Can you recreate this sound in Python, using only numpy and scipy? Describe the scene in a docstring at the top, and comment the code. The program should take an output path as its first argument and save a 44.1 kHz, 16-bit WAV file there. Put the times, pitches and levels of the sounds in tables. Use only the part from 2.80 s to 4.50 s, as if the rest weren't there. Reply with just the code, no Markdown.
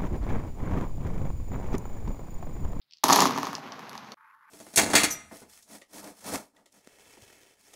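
"""A small room with a hard floor, the microphone close to where a handful of beads is tipped out.
First the beads tick and rustle in the cupped palm. Then they land and bounce, knocking on the floor,
clack against each other and some dice, and roll apart over the floor's grain.
The sound breaks off abruptly; after a short gap a thin, faint rolling of smaller beads follows."""
import sys
import numpy as np
from scipy import signal
from scipy.io import wavfile
from scipy.ndimage import uniform_filter1d

SR = 44100
rng = np.random.default_rng(int(sys.argv[2]) if len(sys.argv) > 2 else 0)


def bounce(signal):
    """Save signal as a 16-bit WAV file at the path given by the first command-line argument."""
    frames = np.transpose(np.atleast_2d(signal))
    limited = np.clip(frames, -1, 1)
    pcm = np.round(limited * 32767).astype(np.int16)
    wavfile.write(sys.argv[1], SR, pcm)


N = 74970


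def bounces():
    """Beads land and bounce on the floor, close to the microphone."""
    # main landings: (time [s], knock level [dB], click relative to the knock [dB])
    landings = [(0.2368, -15, 2.5), (0.2402, -8.5, -1), (0.2832, -14.5, -11), (0.2918, -9, -0.5),
                (0.2997, -6.5, 1), (0.3058, -6, -24), (0.3097, -11, -3), (0.3228, -14.5, 1),
                (0.3242, -6, 1.5), (0.3338, -9.5, 3), (0.3433, -15, -10.4), (0.3615, -10.5, 1),
                (0.3662, -9.5, 2), (0.3873, -8, -10), (0.3925, -15, 8), (0.4034, -13.5, -21),
                (0.4122, -13.4, -9), (0.4168, -17, 4), (0.4226, -6, -2), (0.4554, -8, -8),
                (0.4723, -29, 14.5), (0.4952, -21, -2), (0.5083, -20.5, 4.5), (0.5604, -20.5, -15),
                (0.5771, -18, 2.5), (0.585, -19, 2), (0.6314, -18, 2.5), (0.6462, -31, -11),
                (0.6699, -21.5, 4), (0.7311, -24, 3.5), (0.7376, -31.5, -15), (0.782, -30, -2),
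                (0.9935, -35, 7), (1.1316, -37.5, 9), (1.1535, -36, 8)]
    # spectrum of the contact click: (frequency [Hz], level [dB])
    click_colour = [(100, -16), (600, -4.5), (1500, 1.5), (3000, -3.5), (6400, -5), (7700, -16.5),
                    (9500, -20), (11500, -12), (13500, -18), (16000, -19)]
    out, click = np.zeros(N), pulse(click_colour)
    lesser_landings = [(s, db, -13) for s, db in lesser_hits(count=130, column=1)]
    for s, db, click_db in list(landings) + lesser_landings:
        add(out, s, amp(db) * knock(amp(click_db - 1.5) * click))
    return out


def knock(click, spot_spread=0.035):
    """A sharp contact click, a few swelling cycles of the floor and a faint ring of the boards."""
    # the floor's answer to a blow: (frequency [Hz], level [dB], time to swell [s])
    floor_modes = [(160, -26.5, 0.0079), (276, -21.5, 0.0058), (439.7, -19, 0.0028), (888, -23.5, 0.0025),
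                   (1035, -1.5, 0.00082), (1244, -21, 0.0017), (1697, -16.5, 0.0006)]
    # longer ringing of the boards: (frequency [Hz], level [dB], t60 [s])
    board_modes = [(277.3, -36, .16), (378, -39, 0.2), (898, -35.5, .12), (985, -27, 0.13),
                   (1070, -35, 0.12), (1950, -40, 0.07)]
    spots = rng.normal(size=len(floor_modes))  # each landing spot sounds a little different
    t = np.arange(SR // 6) / SR
    out = np.zeros(len(t))
    for (hz, db, swell), spot in zip(floor_modes, spots):
        envelope = amp(db) * t / swell * np.exp(1 - t / swell)
        out -= envelope * np.cos(2 * np.pi * hz * (1 + spot_spread * spot) * t)
    for (hz, db, t60), spot in zip(board_modes, spots[::-1]):
        out += amp(db) * decay(t, t60) * np.sin(2 * np.pi * (hz * t + spot))
    add(out, 0, -click)
    return out


def collisions(cupped_until_s=0.2):
    """Beads hit one another and the dice; the cupped hand softens and narrows the first ticks."""
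    # main collisions: (time [s], level [dB], ring pitch [Hz], overtones relative to the ring [dB])
    hits = [(0.11, -36.5, 4200, -40), (0.1233, -33, 3900, -35), (0.1351, -30, 4750, -34),
            (0.171, -41, 5300, -24.5), (0.1841, -42.5, 5000, -34), (0.2398, -4, 6430, -4),
            (0.2838, -14.5, 5330, 1), (0.2877, -10, 4428, -14), (0.307, -11, 5430, -7),
            (0.328, -2, 6730, -16), (0.3312, -3, 6020, -8.5), (0.334, -7.5, 6000, -13),
            (0.3574, -14.5, 6340, -7), (0.3601, -5.5, 4400, -5), (0.377, -13.5, 6600, -20),
            (0.3978, -14, 5970, -21), (0.405, -3, 6600, -10), (0.4203, -9.5, 6670, -9.5),
            (0.4551, -16, 5660, -6), (0.6536, -23, 5770, -23.5), (0.752, -16, 5540, -22),
            (0.9215, -25.5, 4830, -42), (1.0943, -29.5, 4860, -5.5), (1.1779, -26, 4780, -15.5),
            (1.32, -25.5, 4590, -20)]
    out = np.zeros(N)
    for s, db, hz, overtone_db in hits:
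        hit = amp(db) * clack(hz, overtone_db)
        add(out, s, resonate(hit, hz=4100, width_hz=2800) if s < cupped_until_s else hit)
    for s, db in lesser_hits(count=150, column=2):
        add(out, s, amp(db) * clack(rng.uniform(3500, 6000), overtone_db=-20.5))
    return out


def clack(hz, overtone_db, ping_hz=11780, reach_hz=798):
    """Two hard bodies meet: a short ring, a splash of overtones, an after-ring, the floor's echo."""
    # spectrum of the high overtones: (frequency [Hz], level [dB])
    overtone_colour = [(100, -27), (6000, -12.5), (8500, -6.5), (12000, -2), (13500, -11.5), (16000, -13.5)]
    # after-ring of the beads: (frequency [Hz], level [dB])
    bead_modes = [(4350, -11), (4727, -19), (6350, -20)]
    ring = contact_ring(hz)
    t = np.arange(len(ring)) / SR
    burst = rng.standard_normal(len(t)) * np.exp(-t / 0.0013)
    splash = np.convolve(burst, pulse(overtone_colour, size=128))[:len(t)]
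    out = ring + amp(overtone_db) * splash / abs(splash).max()
    ping = detuned_sine(t, ping_hz, spread=0.013) * np.exp(-t / 0.004)  # one overtone rings on
    out += amp(overtone_db - 16.5) * ping
    for mode_hz, db in bead_modes:
        stirred = amp(db) / (1 + ((hz - mode_hz) / reach_hz) ** 2)  # most when near the pitch
        out += stirred * detuned_sine(t, mode_hz, spread=0.008) * np.exp(-t / 0.003)
    floor_echo_s = 0.00035 * rng.uniform(1, 2.5)
    add(out, floor_echo_s, amp(-7.5) * out)
    return out


def contact_ring(hz, q=2.2, resonance_db=9.5, swell_width_hz=2740):
    """A collision's broad resonance, which takes a few cycles to build up; peak one."""
    # spectrum of a typical collision: (frequency [Hz], level [dB])
    clack_colour = [(100, -56.5), (900, -36.5), (1700, -16), (3000, -5.5), (4400, -5), (6700, -1.5),
                    (7700, -13), (9500, -34), (16000, -53)]
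    f = np.geomspace(100, SR / 2, 256)
    colour = read(clack_colour, f * (6250 / hz) ** 0.45)  # partly follows the pitch
    colour += 10 * np.log10(1 + amp(resonance_db) ** 2 / (1 + (q * (f / hz - hz / f)) ** 2))
    impact = pulse(np.transpose([f, colour]), size=2048)
    radius = np.exp(-np.pi * swell_width_hz / SR)
    poles = [1, -2 * radius * np.cos(2 * np.pi * hz / SR), radius ** 2]
    ring = signal.lfilter(poles[::-1], poles, impact)  # the all-pass delays the ring's peak
    return ring / abs(ring).max()


def lesser_hits(count, column):
    """Random times and levels of lesser knocks (column 1) or clacks (2), fading as the beads settle."""
    # strength of the jostling: (time [s], knock level [dB], clack level [dB])
    jostle = [(.245, -15, -37), (0.277, -24, -35), (.31, -38, -29), (.43, -37, -25), (.48, -29, -26),
              (.66, -43, -39), (0.801, -43, -63), (1.339, -53.5, -60.5)]
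    curve = np.transpose(jostle)
    start, end = curve[0, 0], curve[0, -1]
    times = start + (end - start) * (np.arange(count) + 2 * rng.random(count)) / count
    scatter_db = 1.5 * np.clip(rng.normal(size=count), -2, 2)
    return zip(times, np.interp(times, curve[0], curve[column]) + scatter_db)


def grains(per_s=2500, spread_db=2, lump_db=1.5):
    """Beads trip over the grain of the floor or of each other: tiny knocks that come in lumps."""
    size = amp(spread_db * np.minimum(rng.exponential(1, N), 4)) * rng.choice([-1, 1], N)
    lumps = amp(lump_db * unit(uniform_filter1d(rng.standard_normal(N), size=900)))
    return size * lumps * (rng.random(N) < per_s / SR)


def rolling(curve, colour, modes=()):
    """A stream of tiny knocks, with its colour and the resonances it stirs."""
    ticks = grains()
    ringing = sum(amp(db) * resonate(ticks, hz, width) for hz, width, db in modes)
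    return level(curve) * coloured(ticks + ringing, colour)


def chatter():
    """The beads rub together as they land."""
    # strength of the rubbing: (time [s], level [dB])
    curve = [(.24, -29.5), (.275, -36), (.3, -30), (.335, -27.5), (.41, -27), (.46, -30.5), (.52, -47.5),
             (.66, -45.5), (.8, -63)]
    # its spectrum: (frequency [Hz], density [dB])
    colour = [(100, -22.5), (400, 6), (1800, -2), (2600, -3.5), (4200, 2), (6700, 1), (8000, -16),
              (11500, -12), (13500, -19.5), (16000, -18.5)]
    return rolling(curve, colour)


def floor_roll(middle_hz=470, middle_width_hz=740):
    """Beads rumble apart across the floor; the low middle drops away for a moment and returns."""
    # strength of the rolling: (time [s], level [dB])
    curve = [(.24, -91), (.4, -33), (.8, -45), (1.0, -45), (1.15, -46), (1.34, -48.5)]
    # its spectrum: (frequency [Hz], density [dB])
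    colour = [(30, -28), (70, -12.5), (130, -3), (260, -2.5), (330, -17.5), (620, -9.5), (830, 1.5),
              (1500, -4.5), (3200, -13.5), (6300, -21.5), (7500, -36.5), (10000, -39), (12000, -27),
              (14000, -42.5)]
    # floor resonances: (frequency [Hz], width [Hz], gain [dB])
    modes = [(221.2, 45, 1.5), (1098, 65, -5.5)]
    # low middle of the rumble: (time [s], level [dB])
    middle_curve = [(.5, -49.5), (1.13, -51), (1.17, -69), (1.26, -60), (1.3, -53.5)]
    roll = rolling(curve, colour, modes)
    middle = resonate(grains(), middle_hz, middle_width_hz)
    middle = resonate(middle, middle_hz, middle_width_hz)
    return roll + level(middle_curve) * unit(middle)


def small_beads(slope_hz=249.3, cut_db=-13.5):
    """Smaller beads roll thinly, with two small bumps; the sound dulls and brightens again."""
    # strength of the rolling: (time [s], level [dB])
    curve = [(1.37, -61), (1.47, -56), (1.52, -53), (1.59, -61.5), (1.62, -55.5), (1.7, -58)]
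    # its spectrum: (frequency [Hz], density [dB])
    colour = [(100, -37), (770, -30), (880, -8.5), (1450, -3.5), (2500, -16.5), (3000, -16), (9500, -32),
              (11300, -14.5), (14000, -33.5)]
    # resonances it stirs: (frequency [Hz], width [Hz], gain [dB])
    modes = [(895, 30, 9), (1080, 69, 5.5)]
    # bumps along the way: (time [s], level [dB])
    bumps = [(1.409, -36.5), (1.511, -40.5)]
    # edge above which the treble drops: (time [s], frequency [Hz])
    treble_edge = [(1.37, 2343), (1.52, 2614), (1.55, 1802), (1.6, 1917), (1.7, 2790)]
    out = rolling(curve, colour, modes)
    for s, db in bumps:
        add(out, s, amp(db) * resonate(pulse(colour), hz=1300, width_hz=1000))
    hz, when, spectrum = signal.stft(out, SR, nperseg=512)
    edge_hz = np.interp(when, *np.transpose(treble_edge))
    above = np.clip((hz[:, None] - edge_hz) / slope_hz, 0, 1)
    return signal.istft(spectrum * amp(cut_db * above), SR, nperseg=512)[1][:N]


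def palm_rustle():
    """Beads shift faintly in the palm."""
    # strength of the rustle: (time [s], level [dB])
    curve = [(.016, -65), (.06, -86.5), (.13, -68), (.2, -76)]
    # its spectrum: (frequency [Hz], density [dB])
    colour = [(900, -36), (2400, -12), (3800, 0), (5000, -2.5), (6500, -35.5)]
    return rolling(curve, colour)


def room(x, onset_s=0.002):
    """The small room answers: a few close echoes, quick scatter from things nearby and a tail."""
    # early reflections at the microphone: (delay [s], level [dB])
    echoes = [(.0079, -21), (0.0107, -23), (0.0157, -17)]
    # decay of the tail: (frequency [Hz], t60 [s])
    tail_t60 = [(150, 1), (1000, 0.19), (5000, 0.16), (12000, 0.17)]
    # spectrum of the tail: (frequency [Hz], level [dB])
    tail_colour = [(100, -1), (300, -0.5), (650, -3), (1000, -5), (1700, -7), (3000, -3), (6000, -8.5),
                   (9000, 0), (14000, -2)]
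    t = np.arange(SR) / SR
    hz, when, spectrum = signal.stft(rng.standard_normal(SR), SR, nperseg=256)
    t60 = read(tail_t60, hz)[:, None]
    equal_energy = np.sqrt(2 * np.log(1000) / t60 / SR)
    spectrum *= decay(when, t60) * amp(read(tail_colour, hz))[:, None] * equal_energy
    tail = signal.istft(spectrum, SR, nperseg=256)[1][:SR]
    near = rng.standard_normal(SR) * decay(t, t60=0.16)
    response = tail + amp(-14) * near / np.linalg.norm(near)
    response *= 1 - np.exp(-(t / onset_s) ** 2)
    for s, db in echoes:
        add(response, s, amp([db]))
    return signal.fftconvolve(x, response)[:N]


def room_tone():
    """A quiet, steady hiss lies under everything."""
    # spectrum of the background: (frequency [Hz], density [dB])
    colour = [(30, -2.5), (150, 0.5), (400, -10), (2000, -5.5), (8000, -22.5), (16000, -14.5)]
    return amp(-82) * coloured(rng.standard_normal(N), colour)


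def amp(db):
    """Decibels to gain."""
    return 10 ** (np.asarray(db) / 20)


def unit(x):
    """Scales to an rms of one."""
    return x / np.sqrt(np.mean(x ** 2) + 1e-20)


def decay(t, t60):
    """An envelope that falls 60 dB in t60 seconds."""
    return np.exp(-np.log(1000) * t / t60)


def detuned_sine(t, hz, spread):
    """A sine at a random pitch near hz."""
    return np.sin(2 * np.pi * hz * (1 + spread * rng.normal()) * t)


def read(points, hz):
    """Reads a spectrum table on a log-frequency axis."""
    f, value = np.transpose(points)
    return np.interp(np.log(hz + 1), np.log(f), value)


def level(points):
    """A (time [s], level [dB]) curve as gain per sample, silent before its first point."""
    return amp(np.interp(np.arange(N) / SR, *np.transpose(points), left=-200))


def add(mix, s, sound):
    """Adds a sound to the mix at time s."""
    part = mix[max(round(s * SR), 0):][:len(sound)]
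    part += sound[:len(part)]


def pulse(colour, size=4096):
    """The shortest causal pulse with this spectrum, peak one."""
    log_gain = np.log(amp(read(colour, abs(np.fft.fftfreq(size, 1 / SR)))))
    minimum_phase = np.exp(np.conj(signal.hilbert(log_gain)))
    wave = np.fft.ifft(minimum_phase).real[:size // 2]
    return wave / abs(wave).max()


def coloured(x, colour):
    """Gives x a spectrum, at an rms of one."""
    return unit(signal.fftconvolve(x, pulse(colour))[:N])


def resonate(x, hz, width_hz):
    """A resonance of gain one."""
    return signal.lfilter(*signal.iirpeak(hz, hz / width_hz, SR), x)


def scene():
    """The spill and its rolling, broken off; then the small beads."""
    break_s, resume_s = 1.344, 1.370
    t = np.arange(N) / SR
    knocks, clacks = amp(0.89) * bounces(), amp(-2) * collisions()
    spill = knocks + clacks + room(knocks + amp(-3.5) * clacks)
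    spill += palm_rustle() + floor_roll() + chatter()
    background = room_tone()
    return (spill * (t < break_s) + small_beads() * (t > resume_s) + background)[None]


def record(dry):
    """One close microphone that drops the deep bass; then the band limit."""
    low_cut_hz, band_limit_hz = 105, 15800
    thin = signal.sosfilt(signal.butter(2, low_cut_hz, "highpass", fs=SR, output="sos"), dry)
    lowpass = signal.firwin(511, band_limit_hz, window=("kaiser", 9), fs=SR)
    return signal.oaconvolve(thin, lowpass[None], "same")


dry = scene()
out = record(dry)
bounce(out)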